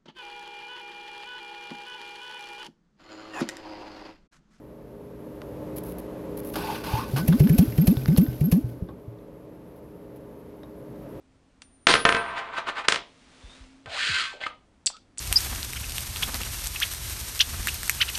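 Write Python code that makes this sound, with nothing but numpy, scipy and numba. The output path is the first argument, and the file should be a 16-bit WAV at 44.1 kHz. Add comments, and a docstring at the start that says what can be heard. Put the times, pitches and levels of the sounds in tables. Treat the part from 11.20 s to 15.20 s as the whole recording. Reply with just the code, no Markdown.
"""A coin is flicked off a thumb with a faint ring, lands on a hard table with a noisy wash and bounces.
It rolls with a wobble and slaps flat, and each hit makes the tabletop ring.
A sleeve swishes and an arm bumps the table, then the coin is dragged back and tipped up.
Last, it clicks sharply between the fingers. All this is close by, in a small, quiet room."""
import sys
import numpy as np
from scipy import signal
from scipy.fft import rfft, irfft
from scipy.io import wavfile
from numba import njit

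SR = 44100
rng = np.random.default_rng(int(sys.argv[2]) if len(sys.argv) > 2 else 0)


def int16_out(signal):
    """Quantize to a 16-bit WAV file."""
    q = np.round(np.clip(np.atleast_2d(signal).T, -1, 1) * 32767)
    wavfile.write(sys.argv[1], SR, q.astype(np.int16))


N = 176400
t = np.arange(N) / SR
freqs = np.arange(N // 2 + 1) * SR / N + 1e-3

# The coin hits the table: start_s, gain_db, treble_cutoff_hz, extra_boom_db
HITS = [(0.669, 4, 3900, -4.5), (0.7385, 0.5, 3400, -3.5), (0.7522, -5, 2800, 3), (0.852, 4, 2390, 1.5),
        (0.8893, 1, 2344, -6.5), (0.923, -5, 2450, -2.5), (0.947, -7, 2530, 6), (.9662, -11, 2300, 1.5),
        (0.976, -24.5, 1800, -8), (1.683, -0.5, 5500, -8), (1.7218, -5, 5200, -11.5),
        (1.744, -14, 4370, -7.5), (1.7581, -12.5, 4300, -10.5), (2.659, -27.5, 2915, 7.5),
        (3.265, -22.5, 2470, -28)]
# Tone of the crack of a hit: frequency_hz, gain_db
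CRACK_TONE = [(60, -23), (450, -4), (850, -6.5), (1300, 1), (3200, -1.5), (5000, -6), (7000, -8),
              (9000, -6)]
CRACK_DB, BEND_LAG_S = 21.5, .0013
def bounces():
    """Each hit bends the tabletop: a crack travels through it, treble first, and it booms."""
    crack, push = np.zeros(N), np.zeros(N)
    for start_s, db, cutoff_hz, boom_db in HITS:
        add(crack, start_s, undb(db) * cut(burst(hold_s=.003, fall_s=.0016), cutoff_hz, "low"))
        add(push, start_s, undb([db + boom_db]))
    # Below 4000 Hz, lower sounds arrive later.
    lag_s = BEND_LAG_S * np.maximum(np.sqrt(1000 / np.maximum(freqs, 50)) - np.sqrt(1000 / 4000), 0)
    bent = irfft(rfft(crack) * np.exp(-2j * np.pi * np.cumsum(lag_s) * SR / N), N)
    return undb(CRACK_DB) * shape(bent, gains(CRACK_TONE)) + tabletop(push)


# The tabletop's own notes: pitch_hz, gain_db
TABLE_NOTES = [(74, -24.5), (140, -17.5), (200, -12), (260, -10), (330, -10), (460, 4), (548, -6.5),
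               (689, 3.5), (990, -2.5), (1050, 0.5), (1240, 1.5), (1342, -6.5), (1470, -3), (1554, 5),
               (1793, -4.5), (2240, -2.5), (2590, -3.5), (3150, -8.5), (3465, -5.5), (4120, -13.5)]
def tabletop(force):
    """A push makes all the tabletop's notes ring at once."""
    return undb(-29.5) * ring(force, notes(TABLE_NOTES, ring_s=.21, damping=.083))


# The coin's own notes: pitch_hz, ring_s (time to fade by 60 dB)
COIN_NOTES = [(8786, 1.8), (9130, 3.6), (9819, .8)]
# The coin is set ringing: start_s, low_note_db, middle_note_db, high_note_db
COIN_RINGS = [(.416, -80, -61.5, -90.5), (.738, -58.5, -57.5, -34), (0.853, -43, -71.5, -69.5)]
SPIN_HZ, FACING_S, SPIN_DEPTH = 11, .82, .42
def coin_ring():
    """The coin's thin ring swells each time a face spins toward the listener; rolling stops it."""
    out, age = np.zeros(N), t[:N // 4]
    for start_s, *levels in COIN_RINGS:
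        for (hz, ring_s), db in zip(COIN_NOTES, levels):
            fade = np.exp(-np.log(1000) * age / ring_s)
            add(out, start_s, undb(db) * fade * np.sin(2 * np.pi * hz * age))
    spin = 1 + SPIN_DEPTH * np.cos(2 * np.pi * SPIN_HZ * (t - FACING_S))
    damped_by_rolling = np.exp(-np.maximum(t - .98, 0) / .11)
    return out * spin * damped_by_rolling


# Tone of the wash: frequency_hz, gain_db
WASH_TONE = [(60, -11.5), (450, -1), (3100, -2.5), (4900, -7), (7700, -23), (9200, -13), (10500, -20.5)]
def landing_wash():
    """A dense, noisy wash follows the first hit and quickly fades."""
    rise = np.clip((t - .683) / .0024, 0, 1)
    fall = np.exp(-np.maximum(t - .703, 0) / .038)
    wash = unit(shape(grit(per_second=2500, spread_db=-1.5), gains(WASH_TONE)))
    return undb(-16.5) * rise * fall * wash


# Tone of the rolling rim: frequency_hz, gain_db
ROLL_TONE = [(80, -23.5), (480, -6.5), (1100, 4.5), (1600, 3.5), (2300, 0), (3900, -7), (5500, -20.5),
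             (9500, -28)]
# The leaning coin grinds its rim once per wobble: middle_s, level_db, half_width_s
WOBBLES = [(1.185, -32, 0.019), (1.344, -39, 0.014), (1.383, -28.5, 0.016), (1.487, -26.5, 0.016),
           (1.586, -31, 0.028), (1.651, -35, .008)]
ROLL_START_S, ROLL_DB, ROLL_DB_PER_S = .94, -32, -28
def roll():
    """The rim ticks along dully, fading as it slows; each wobble is louder and brighter."""
    ticks = grit(per_second=3500, spread_db=0)
    rim = rubbed(ticks, ROLL_TONE, table_db=-8.5)
    dull_rim = unit(cut(rim, 1600, "low", order=1))
    level = undb(ROLL_DB + ROLL_DB_PER_S * (t - ROLL_START_S))
    level *= envelope(ROLL_START_S, rise_s=.03, hold_s=.72, fall_s=.01)
    wobble = sum(undb(db) * np.exp(-((t - s) / width_s) ** 2) for s, db, width_s in WOBBLES)
    return level * dull_rim + wobble * rim + undb(-18) * tabletop(ticks * level)


# Tone of the scrape: frequency_hz, gain_db
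DRAG_TONE = [(200, -18.5), (800, -17), (1550, 6), (2700, 5.5), (4300, 5), (5500, -12.5), (7000, -14),
             (10000, -21.5)]
# The table's shifting note under the coin: time_s, pitch_hz
DRAG_PITCH = [(2.765, 690), (2.79, 1670), (2.89, 1675), (2.96, 1470), (3.07, 1160), (3.125, 1140),
              (3.14, 475), (3.25, 750)]
# The coin is dragged, then tipped up: start_s, level_db, rise_s, hold_s, fall_s, treble_db
STROKES = [(2.649, -27, 0.21, 0.15, 0.049, 3.5), (3.198, -35.5, 0.022, 0.023, 0.0097, -6),
           (3.252, -35.5, 0.015, 0.0033, 0.0037, -0.5)]
# The tipping coin knocks: start_s, level_db, pitch_hz
KNOCKS = [(3.237, -22.5, 2093), (3.265, -21, 1240)]
def drag():
    """The flat coin catches and slips over the table's grain, then knocks as it tips."""
    catch = undb(unit(cut(rng.standard_normal(N), 59.6, "low")))  # flutter of about 1 dB
    grain = rubbed(catch * grit(per_second=4500, spread_db=2), DRAG_TONE, table_db=-8)
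    body, treble = cut(grain, 3450, "low", order=4), cut(grain, 4850, "high", order=4)
    ticks = grit(per_second=1000, spread_db=4)
    note = undb(-10.5) * unit(focus(ticks, curve(DRAG_PITCH), width_hz=290))
    out = np.zeros(N)
    for start_s, db, rise_s, hold_s, fall_s, treble_db in STROKES:
        speed = envelope(start_s, rise_s, hold_s, fall_s)
        scrape = body + undb(treble_db) * treble
        out += undb(db) * (speed * scrape + np.sqrt(speed) * note)  # the note lingers at low speed
    for start_s, db, hz in KNOCKS:
        add(out, start_s, notes([(hz, db)], ring_s=.048))
    return out


# Fingernail and coin clicks, plus a dull tap on the table at 3.701 s: start_s, gain_db, pitch_hz, width_hz
CLICKS = [(0.419, -37, 2320, 9700), (3.66, -16.5, 7100, 5000), (3.6655, -12, 7950, 2030),
          (3.668, -15, 4820, 1980), (3.673, -19.5, 4060, 4000), (3.701, -35.5, 840, 700),
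          (3.767, -43.5, 3780, 4960), (3.975, -40, 2980, 9200), (3.982, -23, 8100, 3520),
          (3.991, -25, 6160, 5020)]
# Notes of the pinched coin and nail: pitch_hz, gain_db
PINCHED_NOTES = [(2780, 2.5), (3620, 2.5), (4670, 5), (6010, 4.5), (7950, 2)]
CLICK_BOOST_DB = 17
def clicks():
    """Nail and coin snap together, with a short metal ring and a dull thump from the fingers."""
    snaps, thumps = np.zeros(N), np.zeros(N)
    for start_s, db, hz, width_hz in CLICKS:
        contact = burst(hold_s=0, fall_s=.0041)
        snap = focus(contact, np.full(len(contact), float(hz)), width_hz)
        add(snaps, start_s, undb(db + CLICK_BOOST_DB) * snap / np.linalg.norm(snap))
        # Soft skin gives way, so its thump grows more slowly than the snap.
        add(thumps, start_s, undb(db / 2 + CLICK_BOOST_DB) * contact)
    metal = ring(snaps, notes(PINCHED_NOTES, ring_s=.028))
    return snaps + undb(-38) * metal + undb(-20.5) * cut(thumps, 708, "low")


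# The arm bumps the table: start_s, level_db, final_pitch_hz
THUDS = [(2.236, -38.5, 35.4), (2.404, -41.5, 34.6), (2.666, -44, 65), (2.89, -35, 75)]
THUD_RISE_S, THUD_GLIDE_S = .015, .013
def arm_thuds():
    """Each bump of the arm is a soft thud that drops in pitch."""
    out, age = np.zeros(N), t[:N // 16]
    for start_s, db, hz in THUDS:
        pitch = hz * (1 + 2 * np.exp(-age / THUD_GLIDE_S))
        swell = age / THUD_RISE_S * np.exp(1 - age / THUD_RISE_S)
        add(out, start_s, undb(db) * swell * np.sin(2 * np.pi * np.cumsum(pitch) / SR))
    return out


# Tone of the sleeve: frequency_hz, gain_db
SLEEVE_TONE = [(500, -4), (3600, -7.5), (9500, -18.5)]
def sleeve(peak_s=2.361, rise_s=.42, fall_s=.17):
    """Cloth brushes along as the arm reaches out."""
    swell = np.exp(np.minimum((t - peak_s) / rise_s, (peak_s - t) / fall_s))
    swish = unit(shape(grit(per_second=12000, spread_db=3), gains(SLEEVE_TONE)))
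    return undb(-52) * swell * swish


# Sleeve and fingertip squeak: start_s, length_s, level_db, first_pitch_hz, last_pitch_hz
SQUEAKS = [(2.205, 0.2, -56, 3380, 3890), (3.714, 0.078, -54, 1230, 1360)]
def squeaks():
    """Light rubbing sings a faint, rising note."""
    out = np.zeros(N)
    for start_s, length_s, db, first_hz, last_hz in SQUEAKS:
        progress = np.clip((t - start_s) / length_s, 0, 1)
        pitch = first_hz + (last_hz - first_hz) * progress
        squeak = unit(focus(rng.standard_normal(N), pitch, width_hz=150))
        out += undb(db) * np.sin(np.pi * progress) * squeak
    return out


# The room's echo, band by band: frequency_hz, gain_db, ring_s
ECHO_BANDS = [(150, -7, 0.39), (510, -6.5, 0.4), (1377, -7.5, 0.21), (3700, -7, 0.29), (9700, -3, 0.092)]
def room(x, wall_delay_s=.012, early_db=-4):
    """Nearby things echo weakly, then the walls answer and fade."""
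    age, noise, tail = t[:N // 5], rfft(rng.standard_normal(N)), 0
    centres = np.log([row[0] for row in ECHO_BANDS])
    for share, (_, db, ring_s) in zip(np.eye(len(ECHO_BANDS)), ECHO_BANDS):
        band = irfft(noise * np.interp(np.log(freqs), centres, share), N)[:len(age)]
        fade = np.exp(-np.log(1000) * age / ring_s) * np.where(age < wall_delay_s, undb(early_db), 1)
        tail = tail + undb(db) * band * fade / np.linalg.norm(fade)
    return ring(x, tail)


# Tone of the room's air: frequency_hz, gain_db
AIR_TONE = [(12, -32), (20, -8.5), (70, -8.5), (137, -16), (262, -12.5), (359, -19.5), (10000, -44)]
# Loudness of the hum: time_s, level_db
HUM_LEVELS = [(0, -68.5), (1.9, -68.5), (2.55, -52), (2.95, -73)]
def background(hum_hz=264.4, air_db=-61.5):
    """Quiet room air and a faint, wavering hum that swells once."""
    pitch = hum_hz * (1 + .012 * unit(cut(rng.standard_normal(N), 6, "low")))
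    hum = undb(curve(HUM_LEVELS)) * np.sin(2 * np.pi * np.cumsum(pitch) / SR)
    return hum + undb(air_db) * unit(shape(rng.standard_normal(N), gains(AIR_TONE)))


def burst(hold_s, fall_s, size=1024, passes=4):
    """One brief, noisy contact, evened out from bass to treble."""
    fade = np.exp(-np.maximum(t[:size] - hold_s, 0) / fall_s)
    x = rng.standard_normal(size) * fade
    for _ in range(passes):
        x = irfft(np.exp(1j * np.angle(rfft(x)))) * fade ** (1 / passes)
    return x / np.linalg.norm(x)


def grit(per_second, spread_db):
    """Many tiny random ticks; the spread makes their strength uneven."""
    ticks = (rng.random(N) < per_second / SR) * rng.choice([-1, 1], N)
    return unit(ticks * undb(spread_db * np.minimum(rng.exponential(size=N), 4)))


def rubbed(ticks, tone, table_db):
    """Tiny ticks heard directly and through the ringing tabletop."""
    direct = unit(shape(ticks, gains(tone)))
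    return unit(direct + undb(table_db) * unit(tabletop(direct)))


def notes(table, ring_s, damping=0):
    """Notes fading together: 60 dB in ring_s at 500 Hz; damping makes higher ones shorter."""
    age = t[:N // 5]
    fade = np.log(1000) * age / ring_s
    return sum(undb(db) * np.exp(-fade * (hz / 500) ** damping) * np.sin(2 * np.pi * hz * age)
               for hz, db in table)


def envelope(start_s, rise_s, hold_s, fall_s):
    """Rise smoothly, hold, then die away."""
    rise = np.sin(np.pi / 2 * np.clip((t - start_s) / rise_s, 0, 1)) ** 2
    return rise * np.exp(-np.maximum(t - start_s - rise_s - hold_s, 0) / fall_s)


@njit
def resonance(x, hz, width_hz):
    """Keep the sound near a pitch that may move."""
    out, band_state, low_state = np.empty(len(x)), 0., 0.
    for i in range(len(x)):
        tuning, damping = np.tan(np.pi * min(hz[i], 19000.) / SR), width_hz / hz[i]
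        band = (band_state + tuning * (x[i] - low_state)) / (1 + tuning * (tuning + damping))
        band_state = 2 * band - band_state
        low_state += 2 * tuning * band
        out[i] = damping * band
    return out


def focus(x, hz, width_hz):
    """Resonate twice for a clearer pitch."""
    return resonance(resonance(x, hz, float(width_hz)), hz, float(width_hz))


def cut(x, hz, keep, order=2):
    """Keep the "low" or "high" side of a frequency."""
    return signal.sosfilt(signal.butter(order, min(hz, SR / 2 - 100), keep, fs=SR, output="sos"), x)


def gains(tone):
    """Turn a tone table into a gain for every frequency."""
    hz, db = np.array(tone).T
    return undb(np.interp(np.log(freqs), np.log(hz), db))


def shape(x, gain):
    """Give each frequency its gain, without any sound arriving early."""
    cepstrum = irfft(np.log(gain + 1e-6), N)
    cepstrum[1:N // 2] *= 2
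    cepstrum[N // 2 + 1:] = 0
    return ring(x, irfft(np.exp(rfft(cepstrum)), N)[:N // 20])


def ring(x, response):
    """Play a sound through an object, given its response to one tap."""
    return signal.oaconvolve(x, response)[:N]


def curve(rows):
    """Join (time_s, value) points with straight lines."""
    return np.interp(t, *np.array(rows).T)


def add(out, start_s, x):
    """Mix a short sound in at a time."""
    i = min(max(int(start_s * SR), 0), N - 1)
    out[i:i + len(x)] += x[:N - i]


def undb(db):
    """Decibels to gain."""
    return 10 ** (np.asarray(db) / 20)


def unit(x):
    """Scale to an average (rms) level of 1."""
    return x / np.sqrt(np.mean(x ** 2))


def scene():
    """Table sounds and hand sounds in the room."""
    table, hand = bounces() + landing_wash() + roll() + drag(), clicks()
    echo = room(table + undb(-6) * hand)
    return (table + hand + echo + coin_ring() + arm_thuds() + sleeve() + squeaks() + background())[None]


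def record(dry, ceiling=.76, top_hz=9950):
    """The phone rounds off the loudest peaks and cuts the highest treble."""
    rounded = dry / (1 + (dry / ceiling) ** 6) ** (1 / 6)
    return signal.sosfilt(signal.ellip(12, .2, 90, top_hz, fs=SR, output="sos"), rounded)


dry = scene()
out = record(dry)
int16_out(out)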